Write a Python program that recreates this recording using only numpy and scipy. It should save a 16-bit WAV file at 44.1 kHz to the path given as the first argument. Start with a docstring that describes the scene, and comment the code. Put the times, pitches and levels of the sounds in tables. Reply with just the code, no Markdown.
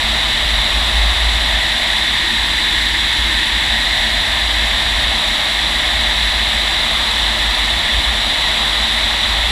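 """Open glider cockpit on tow

The slipstream tears over the cockpit rim: a steady rush and hiss, made of noise coloured by the hollows it passes.
Vortices shed across the opening make the cockpit's air boom in uneven surges: a low tone with an unsteady pitch.
Slow eddies around the fuselage add a low rumble of deep noise. One small camera microphone hears it all."""
import sys
import numpy as np
from scipy import signal
from scipy.fft import rfft, irfft, next_fast_len
from scipy.io import wavfile

SR = 44100
rng = np.random.default_rng(int(sys.argv[2]) if len(sys.argv) > 2 else 0)


def persist_wave(psi):
    """Save psi, clipped to +-1, as 16-bit WAV."""
    counts = np.round(np.clip(psi, -1, 1) * 32767).astype(np.int16)
    wavfile.write(sys.argv[1], SR, np.atleast_2d(counts).T)


N = 419391
TIME = np.arange(N) / SR  # seconds

# Turbulence at the rim, only the shape of its spectrum: pitch_hz, relative_level_db
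RIM_SPECTRUM = [(60, -22), (110, -16), (335, -14.5), (372, -19.5), (532, -18), (608, -9), (992, -9),
                (1443, -15), (2755, -10.5), (4103, -9), (4284, -16), (4997, -22), (8846, -31.0),
                (15263, -42)]
# Hollows of the cockpit and camera housing, and dips where reflections cancel: centre_hz, width_hz, change_db
HOLLOW_BANDS = [(223.7, 25.5, 8), (329, 33, 1.4), (1887, 504, 10), (2170, 117, 4), (2550, 180, 2),
                (2996, 240, 3.5), (3467, 420, 7.5), (3890, 516, 7.5), (4290, 71, -4), (4440, 219, 3),
                (4755, 165, 7), (5670, 350, 4.5), (6030, 225, -2.5), (6580, 192, -1.5), (6930, 350, 2.5),
                (7780, 840, 8), (8642, 211, 2.5), (10377, 1107, 11), (11200, 416, -3.8), (12754, 1128, 5.2)]
# Brightness of the roar, shifting as the flow meets the rim at a changing angle: time_s, brightness_db
BRIGHTNESS_CURVE = [(0.0, -1), (0.2, 0.3), (0.65, -1.0), (1.4, -0.5), (1.85, 1.7), (4.1, 2.0), (5.15, -0.5),
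                    (6.15, 1.1), (6.8, -0.8), (7.9, 0.0), (8.1, -1), (9.5, -0.9)]
# Bands that rise or sink as the roar brightens: centre_hz, width_hz, change_db_per_brightness_db
BRIGHTENING_BANDS = [(470, 170, -1.1), (1230, 410, -1.35), (1790, 500, 1.1)]
# While the flow has let go of a hollow, its roar sinks and a deeper resonance takes over:
# centre_hz, width_hz, change_db
LETTING_GO_BANDS = [(322, 80, 4.5), (672, 200, -7.2), (930, 130, 1.5)]
# How hard the vortices pump the cockpit's air: time_s, relative_level_db
BUFFET_CURVE = [(0.0, -19.5), (1.35, -15.5), (1.95, -31), (2.25, -24), (2.8, -26), (3.55, -19),
                (3.6, -24.5), (4.7, -21.5), (4.8, -18.5), (5.15, -20), (5.35, -33.1), (5.65, -25),
                (6.3, -22), (6.75, -24.0), (7.9, -20.5), (8.0, -14), (8.35, -26.5), (9.5, -20.5)]
# Slow eddies around the fuselage, only the shape of their spectrum: pitch_hz, relative_level_db
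EDDY_SPECTRUM = [(8, -30), (14, -5), (21, -4.5), (33, 2.5), (47, 6), (62, 3.5), (80, -0.5), (100, -8),
                 (150, -9.5), (230, -23), (400, -50)]

# The flow lets go of the hollow it was blowing across, then catches it again; each change takes CHANGE_S
LET_GO_S, CATCH_S, CHANGE_S = 2.06, 3.62, 0.4
SHEDDING_HZ = 52.8  # vortices per second at the steady speed of the tow
FRAME = 2048  # samples in each short slice of the changing spectrum
HISS_FROM_HZ = 4500
MICROPHONE_LIMIT_HZ = 15300


def slipstream(level_db=-16.0, flutter_db=0.47, flutter_hz=45, gust_db=0.1, gust_hz=1.3,
               eddy_db=0.5, eddy_hz=8):
    """The rush over the rim: its broad resonances swell and sink, and eddies flutter the hiss."""
    noise = turbulence(RIM_SPECTRUM, HOLLOW_BANDS)
    hz, t, slices = signal.stft(noise, SR, nperseg=FRAME)
    hz = hz[:, None]

    eddies_db = eddy_db * np.interp(t, TIME, wander(eddy_hz))
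    bright_db = follow(BRIGHTNESS_CURVE, t) + eddies_db
    # 0 while the flow holds on to the hollow, 1 once it has let go
    inside_s = np.minimum(t - LET_GO_S, CATCH_S - t)
    let_go = np.clip(0.5 + inside_s / CHANGE_S, 0, 1)

    swell_db = bright_db * coloured(BRIGHTENING_BANDS, hz)
    swell_db = swell_db + let_go * coloured(LETTING_GO_BANDS, hz)
    rush = signal.istft(slices * gain_of(swell_db), SR, nperseg=FRAME)[1][:N]

    # the finest hiss also responds to slow gusts and passing eddies
    high_pass = signal.butter(2, HISS_FROM_HZ, "high", fs=SR, output="sos")
    hiss = signal.sosfiltfilt(high_pass, rush)
    hiss_db = gust_db * wander(gust_hz) + flutter_db * wander(flutter_hz)
    hiss_change = hiss * (gain_of(hiss_db) - 1)
    return gain_of(level_db) * (rush + hiss_change)


def boom(level_db=-3.4, jitter_hz=2.13, jitter_rate_hz=14.8, unsteady=0.51, throb_hz=9):
    """The cockpit's air swings like the air in a bottle; uneven vortices push it in and out of step."""
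    buffet_db = follow(BUFFET_CURVE, TIME)
    pitch_hz = SHEDDING_HZ + jitter_hz * wander(jitter_rate_hz)
    turns = np.cumsum(pitch_hz) / SR
    # the complex wander changes both the strength and the timing of the swing
    swing = 1 + unsteady * (wander(throb_hz) + 1j * wander(throb_hz))
    tone = (swing * np.exp(2j * np.pi * turns)).real
    return gain_of(level_db + buffet_db) * evened(tone)


def rumble(level_db=-31.0, coupling=0.26):
    """Irregular eddies make deep noise that grows with the buffeting, by coupling dB per dB."""
    buffet_db = follow(BUFFET_CURVE, TIME)
    surge_db = coupling * (buffet_db - np.median(buffet_db))
    return gain_of(level_db + surge_db) * turbulence(EDDY_SPECTRUM)


def turbulence(spectrum, resonances=()):
    """Tangled air: noise of rms 1 with a broad spectrum and resonances on top."""
    size = next_fast_len(N)
    hz = np.fft.rfftfreq(size, 1 / SR)
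    colour_db = read(spectrum, hz) + coloured(resonances, hz)
    white = rfft(rng.standard_normal(size))
    return evened(irfft(white * gain_of(colour_db), size)[:N])


def wander(rate_hz):
    """Slow random drift of rms 1, with its changes fading out above the given rate."""
    size = next_fast_len(N)
    hz = np.fft.rfftfreq(size, 1 / SR)
    white = rfft(rng.standard_normal(size))
    return evened(irfft(white / (1 + (hz / rate_hz) ** 2), size)[:N])


def coloured(bands, hz):
    """A row of resonant humps and dips, added up in dB."""
    return sum(db * bell(hz, centre_hz, width_hz) for centre_hz, width_hz, db in bands)


def bell(hz, centre_hz, width_hz):
    """A hump of height 1, width_hz wide at half height."""
    return 0.5 ** ((2 * (hz - centre_hz) / width_hz) ** 2)


def read(points, hz):
    """A spectrum joined by straight lines on a log-frequency axis."""
    point_hz, value = np.transpose(points)
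    return np.interp(np.log(hz + 1), np.log(point_hz + 1), value)  # + 1 avoids log(0)


def follow(curve, t):
    """The value of a curve at the times t, in straight lines between its points."""
    time_s, value = np.transpose(curve)
    return np.interp(t, time_s, value)


def gain_of(db):
    """Decibels to amplitude."""
    return 10 ** (np.asarray(db) / 20)


def evened(x):
    """Scales a sound to rms 1."""
    return x / np.sqrt(np.mean(x ** 2) + 1e-20)


def scene():
    """All the air meets at one microphone, which feeds both channels."""
    air = slipstream() + boom() + rumble()
    return np.array([air, air])


def record(dry):
    """The camera's steep band limit removes the highest treble."""
    taps = signal.firwin(1023, MICROPHONE_LIMIT_HZ, window=("kaiser", 9), fs=SR)
    return signal.oaconvolve(dry, taps[None], "same")


dry = scene()
out = record(dry)
persist_wave(out)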